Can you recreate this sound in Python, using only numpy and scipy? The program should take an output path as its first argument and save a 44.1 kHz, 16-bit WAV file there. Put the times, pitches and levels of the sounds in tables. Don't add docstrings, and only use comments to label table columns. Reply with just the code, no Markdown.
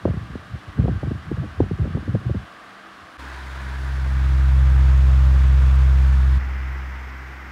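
import sys
import numpy as np
from scipy import signal
from scipy.fft import rfft, irfft, next_fast_len
from scipy.io import wavfile
from scipy.ndimage import uniform_filter1d

SR = 44100
rng = np.random.default_rng(int(sys.argv[2]) if len(sys.argv) > 2 else 0)


def dump_mix(stems):
    frames = np.atleast_2d(stems).T
    limited = np.clip(frames, -1, 1)
    pcm = np.round(limited * 32767).astype(np.int16)
    wavfile.write(sys.argv[1], SR, pcm)


def nominal_scale(level):
    x = np.asarray(level, float) / 20
    return 10 ** x


N = 331191

FRONT_END_S, SIDE_START_S, BEHIND_START_S = 3.178, 3.174, 6.385

# time in seconds, passes per second.
BLADE_RATE = [(3.2, 65.7), (4.0, 65.7), (4.5, 65.45), (5, 65.3), (6.36, 65.35), (6.42, 65.25), (7.5, 65.18)]

# crest in seconds, rumble level in dB, seconds to die by 20 dB.
GUSTS = [(.066, -21.5, .06), (.108, -17, -0.05), (.18, -31, -0.3), (.225, -28.5, .1), (.31, -27.5, .05),
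         (.345, -34.5, 0.5), (.52, -32.5, 0.07), (0.547, -25.5, 0), (0.691, -29.5, -0.1),
         (.803, -13.5, 0.18), (.857, -18, .04), (.92, -18.5, .05), (.965, -21, -0.06), (1.04, -20, 0.1),
         (1.15, -26, .13), (1.285, -26.5, 0.4), (1.345, -23.5, -0.14), (1.405, -19, .13),
         (1.611, -13.5, .08), (1.74, -21.5, 0), (1.822, -16, .09), (1.9, -24, 0), (1.955, -19.5, 0.14),
         (2.095, -18, 0.05), (2.154, -16, 0.08), (2.28, -18.5, 0.07), (2.375, -23.5, .04),
         (2.43, -36, .015), (2.935, -51, -0.7), (3.04, -46.5, -8)]
GUST_RISE_S, GUST_CREST_S = .035, .011
THUD_DB, THUD_HZ = 3.5, 94.5
# frequency in Hz, level in dB per Hz.
RUMBLE_COLOUR = [(30, -29), (55, 1), (80, 3), (130, -3), (200, -7.5), (300, -26), (600, -40), (2000, -92)]
# start in seconds, peak level in dB, brightness in dB per octave, length in seconds.
STRONG_EDDIES = [(.054, -7.5, 7.5, 0.03), (.075, -15, 6, 0.058), (.088, -21, 7, .03),
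                 (.135, -21, -2, 0.037), (.165, -23.5, -6, 0.037), (.354, -18.5, -2.2, 0.023),
                 (.781, -16, -4, 0.042), (.798, -17.5, 1, 0.042), (.835, -18.5, -3, 0.055),
                 (.855, -18.5, 10, 0.027), (.882, -13.5, 2.5, 0.049), (1.029, -17.5, 6.5, .041),
                 (1.07, -19.5, -7.5, 0.027), (1.109, -15, -1, 0.034), (1.313, -14.5, -0.5, 0.036),
                 (1.369, -23, -5, 0.039), (1.424, -24.5, 3, 0.098), (1.601, -7, 4.5, 0.042),
                 (1.633, -22.5, 8, 0.037), (1.709, -16, -1.5, 0.037), (1.786, -21.5, -8, 0.044),
                 (1.851, -20, 1, 0.04), (1.868, -21, -2.5, .047), (1.948, -17.5, 0, 0.039),
                 (1.971, -19.5, 4, 0.043), (2.078, -14.5, -2, 0.038), (2.147, -13, 2, 0.043),
                 (2.252, -25.5, -10, 0.03), (2.294, -15, -4.5, 0.042), (2.344, -16, -0.5, 0.043)]
# frequency in Hz, level in dB.
EDDY_COLOUR = [(95, -3), (140, -0.5), (280, -2), (520, -6), (850, -38.5), (1600, -50)]
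SMALL_EDDY_DB, SMALL_EDDY_SPREAD_DB, SMALL_EDDY_S = -5.5, 2.5, .029
# start in seconds, peak level in dB, width in seconds.
SNAPS = [(.0535, -6.5, .0014), (0.076, -15, 0.0024), (0.881, -10.5, .0016), (1.317, -19, 0.0026),
         (1.6035, -8, .0017), (1.972, -12, 0.002)]

# frequency in Hz, level in dB per Hz.
FRONT_SWISH = [(250, -40), (440, -11), (750, -4), (930, -9.5), (1150, 0), (1430, -4.5), (1560, -1.5),
               (2270, -12.5), (3000, -14), (6000, -27.5), (9000, -33.5), (11000, -35.5), (13500, -50),
               (15700, -49)]
# frequency in Hz, level in dB per Hz.
RIM_SWISH = [(250, -40), (500, -19), (700, -5), (780, -8.5), (950, -2.5), (1300, -5), (1550, 1),
             (1800, -3.5), (2800, -16.5), (3400, -15), (7500, -29.5), (10700, -33), (12000, -38),
             (15700, -51)]
# frequency in Hz, level in dB per Hz.
HUB_SWISH = [(250, -31), (380, -4.5), (530, -3.5), (1000, -4.5), (1200, 0), (1650, -7), (2000, -8.5),
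             (2650, -10), (3000, -15), (3500, -15), (4200, -21.5), (7000, -25), (13800, -42), (15700, -35)]
# frequency in Hz, level in dB per Hz.
BEHIND_SWISH = [(250, -8), (550, -10), (800, -4.5), (1630, -0.5), (1800, -2.5), (2000, 0), (2500, -10),
                (4200, -25.5), (5200, -23), (6000, -26.5), (9500, -40), (11500, -44), (13200, -33),
                (14300, -43)]
SWISH_DB = [-43.5, -39, -38.5]
HUB_GAIN_DB = 3
BEHIND_FOLLOWS = .13

# frequency in Hz, level in dB per Hz.
ROOM_COLOUR = [(30, -28), (50, 1.5), (100, 1), (170, 1.5), (250, 2.5), (330, 2), (420, 1), (600, -32)]
ROOM_FRONT_DB, ROOM_SIDE_DB, ROOM_BEHIND_DB = -56, -47, -52
ROOM_FOLLOWS = .15

# multiple of the blade rate, room level in dB, dB under the near thump.
OVERTONES = [(3, -58, -30), (4, -58, -45.5), (5, -57.5, -48.5)]
SWELLS_PER_S = 2.8
RIM_LIFT_DB = 7.5

# frequency in Hz, width in Hz, level in dB in front, beside and behind.
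HUM_TONES = [(300, 1.5, -58, -57, -60), (960, 2.5, -75, -54, -72)]
# frequency in Hz, level in dB.
WHINE_LINES = [(6158, -78), (6487, -77.5), (6616, -77), (6681, -70.5), (7031, -77), (8791, -78.5),
               (8926, -82), (9205, -83), (9534, -84), (9663, -82.5), (11493, -85), (14906, -82)]

# time in seconds, blade thump level in dB,
# sharpness as second harmonic in dB under the thump, share of hub colour from 0 to 1.
SIDE_PATH = [
    (3.2, -39, -14, 0.23),
    (3.4, -35.5, -16, .15),
    (3.6, -31, -11, 0.2),
    (3.95, -22.5, -12, 0.17),
    (4.25, -16.5, -11, 0.42),
    (4.55, -13, -12.5, 0.47),
    (4.9, -12, -13, 0.71),
    (5.9, -12.5, -13.5, 0.63),
    (6.37, -14, -16, 0.25),
]
# time in seconds, thump level in dB, sharpness in dB.
BEHIND_PATH = [
    (6.44, -23, -22),
    (6.69, -25.5, -14.5),
    (7.03, -32.5, -18.5),
    (7.28, -36.5, -9.5),
    (7.45, -38, -15),
]
# shaft multiple, dB under the thump, lag in radians.
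UNEVEN_BLADES = [(1, -65.5, 1), (2, -48, -4), (4, -25, -2.5), (5, -25.5, -5.5), (7, -35, -1.5),
                 (8, -44, -4)]

TOP_CUT_HZ = 15780


def at_time(s, values):
    return np.interp(np.arange(N) / SR, s, values)


def in_time(rows):
    s, *columns = np.transpose(rows)
    return [at_time(s, column) for column in columns]


def rms_one(x):
    return x / np.sqrt(np.mean(x ** 2) + 1e-20)


def drift(rate, depth_db=None):
    coarse = 40
    pole = np.exp(-2 * np.pi * rate * coarse / SR)
    noise = rng.standard_normal(N // coarse + 2002)
    slow = signal.lfilter([1], [1, -2 * pole, pole * pole], noise)
    slow = rms_one(slow[2000:])
    if depth_db is not None:
        slow = nominal_scale(depth_db * slow)
    return np.interp(np.arange(N) / coarse, np.arange(len(slow)), slow)


def wander(rate, steady):
    return drift(rate) + 1j * drift(rate) + steady


def coloured(x, points):
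    size = next_fast_len(N)
    hz, db = np.transpose(points)
    bin_hz = np.arange(size // 2 + 1) * SR / size
    gain = nominal_scale(np.interp(np.log(bin_hz + 1), np.log(hz), db))
    return irfft(rfft(x, size) * gain, size)[:N]


def band(x, low_hz, high_hz):
    return signal.sosfilt(signal.butter(2, [low_hz, high_hz], "band", fs=SR, output="sos"), x)


def evened(x, hz):
    power = uniform_filter1d(x ** 2, round(1.5 * SR / hz))
    return rms_one(x / (power / np.mean(power) + .15) ** 0.33)


def places():
    front = at_time([FRONT_END_S - .008, FRONT_END_S - .003], [1, 0])
    behind = at_time([BEHIND_START_S - .008, BEHIND_START_S + .011], [0, 1])
    side = at_time([SIDE_START_S, SIDE_START_S + .022], [0, 1]) * (1 - behind)
    return front, side, behind


def shaft_angle():
    passes_per_s, = in_time(BLADE_RATE)
    return 2 * np.pi * np.cumsum(passes_per_s) / (3 * SR)


def stream_db():
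    t = np.arange(0, N / SR + .01, .001)
    power = 1e-9
    for s, db, die_s in GUSTS:
        before = (s - GUST_CREST_S - t) / GUST_RISE_S
        after = (t - s - GUST_CREST_S) / max(die_s, .01)
        away = np.maximum(np.maximum(before, after), 0)
        power = power + nominal_scale(db - 2.5 - 20 * away) ** 2
    return at_time(t, 10 * np.log10(power))


def thuds():
    out = np.zeros(N)
    half = SR // 50
    t = np.arange(-half, half) / SR
    for s, db, _ in GUSTS:
        turns = t * THUD_HZ * nominal_scale(0.15 * (db + 21.5))
        at = round((s - .005) * SR) - half
        swing = np.sin(2 * np.pi * turns + 0.87) * np.exp(-2.5 * turns * turns)
        out[at:at + len(t)] += nominal_scale(db + THUD_DB) * swing
    return out


def small_eddies(gust_db, count):
    s = FRONT_END_S * (np.arange(count) + rng.random(count)) / count
    spread_db = SMALL_EDDY_SPREAD_DB * rng.standard_normal(count)
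    db = gust_db[(s * SR).astype(int)] + SMALL_EDDY_DB + spread_db
    tilt_db = 3.0 * rng.standard_normal(count)
    return [(a, b, c, SMALL_EDDY_S) for a, b, c in zip(s, db, tilt_db)]


def eddy_bursts(gust_db):
    out = np.zeros(N)
    heard = round(FRONT_END_S * SR)
    after = np.arange(SR // 14) / SR
    white = rng.standard_normal((2, N))[:, :heard]
    eddies = STRONG_EDDIES + small_eddies(gust_db, count=90)
    colour_hz, colour_db = np.transpose(EDDY_COLOUR)
    edges_hz = np.geomspace(80, 2000, 10)
    for k, (low, high) in enumerate(zip(edges_hz, edges_hz[1:])):
        hz = np.sqrt(low * high)
        band_db = np.interp(np.log(hz), np.log(colour_hz), colour_db) - 8
        power = np.zeros(N)
        for s, peak_db, tilt_db, length in eddies:
            db = peak_db + band_db + tilt_db * np.log2(hz / 280)
            x = after / (0.18 * max(length, .01) * (300 / hz) ** 0.67)
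            at = max(round((s - .002 + 0.19 / hz) * SR), 0)
            power[at:at + len(x)] += (nominal_scale(db) * x * x * np.exp(1 - x * x)) ** 2
        out[:heard] += np.sqrt(power[:heard]) * evened(band(white[k % 2], low, high), hz)
    return out


def snaps():
    out = np.zeros(N)
    for s, peak_db, width in SNAPS:
        pulse = np.hanning(round(width * SR))
        out[round(s * SR):][:len(pulse)] -= nominal_scale(peak_db) * pulse
    return out


def buffeting():
    gust_db = stream_db()
    rumble = evened(coloured(rng.standard_normal(N), RUMBLE_COLOUR), hz=78)
    out = nominal_scale(gust_db - 3.0 + 2.0 * drift(13.4)) * rumble
    out = out + thuds() + eddy_bursts(gust_db) + snaps()
    soft = signal.sosfilt(signal.butter(2, 2000, fs=SR, output="sos"), out)
    return signal.sosfilt(signal.butter(6, 55, "high", fs=SR, output="sos"), soft)


def echoes(x, wall_db):
    out = x.copy()
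    for lag in (rng.uniform(.008, .04, 7) * SR).astype(int):
        out[lag:] += nominal_scale(wall_db) * x[:-lag]
    return out


def swish(points, angle, blade, shaft, flicker_db):
    out = 0
    edges_hz = [200, 900, 2500, 6000, 19000]
    passing = blade * np.cos(3 * angle + 1) + shaft * np.cos(angle)
    for k, (low, high) in enumerate(zip(edges_hz, edges_hz[1:])):
        direct = 0.36 + 0.099 * k ** 2
        throb = 1 + direct * passing
        noise = rng.standard_normal(N) * throb * drift(25, depth_db=flicker_db)
        out = out + band(noise, low, high)
    return rms_one(coloured(echoes(out, wall_db=-23.0), points))


def room_air(front, side, behind, side_db):
    beside = nominal_scale(ROOM_SIDE_DB + ROOM_FOLLOWS * (side_db - side_db.max()))
    level = front * nominal_scale(ROOM_FRONT_DB) + side * beside + behind * nominal_scale(ROOM_BEHIND_DB)
    return level * rms_one(coloured(rng.standard_normal(N), ROOM_COLOUR))


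def overtones(angle, near, lift, waver):
    out = 0
    for multiple, room_db, near_db in OVERTONES:
        far = lift * nominal_scale(room_db) * wander(SWELLS_PER_S, 1.31) / 1.53
        close = np.sqrt(2) * near * nominal_scale(near_db) * drift(7.6, depth_db=1.5)
        phase = round(multiple) * (3 * angle + waver * drift(5))
        out = out + np.real((far + close) * np.exp(1j * phase))
    return out


def hum(gains):
    out = 0
    t = np.arange(N) / SR
    for hz, width, *place_db in HUM_TONES:
        level = sum(gain * nominal_scale(db) for gain, db in zip(gains, place_db))
        tone = np.real(wander(width, 1.15) / 2.3 * np.exp(2j * np.pi * hz * t))
        out = out + np.sqrt(2) * level * tone
    return out


def whine():
    out = 0
    t = np.arange(N) / SR
    for hz, db in WHINE_LINES:
        out = out + np.sqrt(2) * nominal_scale(db) * drift(2, depth_db=5.0) * np.sin(2 * np.pi * hz * t)
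    return out


def thump(first_db, second_db, angle, lean, wobble_db, gusts_db):
    first, second = nominal_scale(first_db), nominal_scale(first_db + second_db)
    blade = 3 * angle
    sharp = second * drift(5.7, depth_db=4.0 * wobble_db) * np.cos(2 * blade + lean)
    shape = np.cos(blade)
    for multiple, db, lag in UNEVEN_BLADES:
        shape += nominal_scale(db) * drift(1.9, depth_db=1.0) * np.cos(round(multiple) * angle + lag)
    turbulence = rms_one(band(rng.standard_normal(N), 60, 170))
    shed = nominal_scale(gusts_db) * drift(1.9, depth_db=2.0) * turbulence
    pulses = np.sqrt(2) * (sharp + first * shape) * drift(25, depth_db=wobble_db)
    return pulses + first * shed


def scene():
    front, side, behind = gains = places()
    angle = shaft_angle()
    side_db, side_sharp_db, hub = in_time(SIDE_PATH)
    behind_db, behind_sharp_db = in_time(BEHIND_PATH)
    hub = np.clip(hub, 0, 1)

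    front_swish = swish(FRONT_SWISH, angle, blade=0.029, shaft=0.035, flicker_db=0.33)
    out = front * (buffeting() + nominal_scale(SWISH_DB[0]) * front_swish)

    rim_swish = swish(RIM_SWISH, angle, blade=0.11, shaft=0.048, flicker_db=0.85)
    hub_swish = swish(HUB_SWISH, angle, blade=0.16, shaft=0.054, flicker_db=0.86)
    side_swish = np.sqrt(1 - hub) * rim_swish + np.sqrt(hub) * hub_swish
    out += side * nominal_scale(SWISH_DB[1] + HUB_GAIN_DB * hub) * side_swish
    out += side * (.15 + .4 * hub) * whine()
    out += side * thump(side_db, side_sharp_db, angle, lean=-0.61, wobble_db=0.21, gusts_db=-31)

    leaving = nominal_scale(SWISH_DB[2] + BEHIND_FOLLOWS * (behind_db - behind_db.max()))
    out += behind * leaving * swish(BEHIND_SWISH, angle, blade=0.071, shaft=.07, flicker_db=0.1)
    out += behind * thump(behind_db, behind_sharp_db, angle, lean=-2.3, wobble_db=0.0, gusts_db=-24.5)

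    near = side * nominal_scale(side_db) + behind * nominal_scale(behind_db)
    lift = nominal_scale(RIM_LIFT_DB * side * (1 - hub))
    out += room_air(front, side, behind, side_db)
    out += sum(gains) * overtones(angle, near, lift, waver=0.062)
    out += hum(gains)
    return out[None]


def low_pass(x):
    return signal.sosfilt(signal.butter(12, 15960, fs=SR, output="sos"), x)


def record(dry):
    top_cut = signal.ellip(12, .5, 60, TOP_CUT_HZ, fs=SR, output="sos")
    mix = signal.sosfilt(top_cut, dry)
    return low_pass(mix)


dry = scene()
out = record(dry)
dump_mix(out)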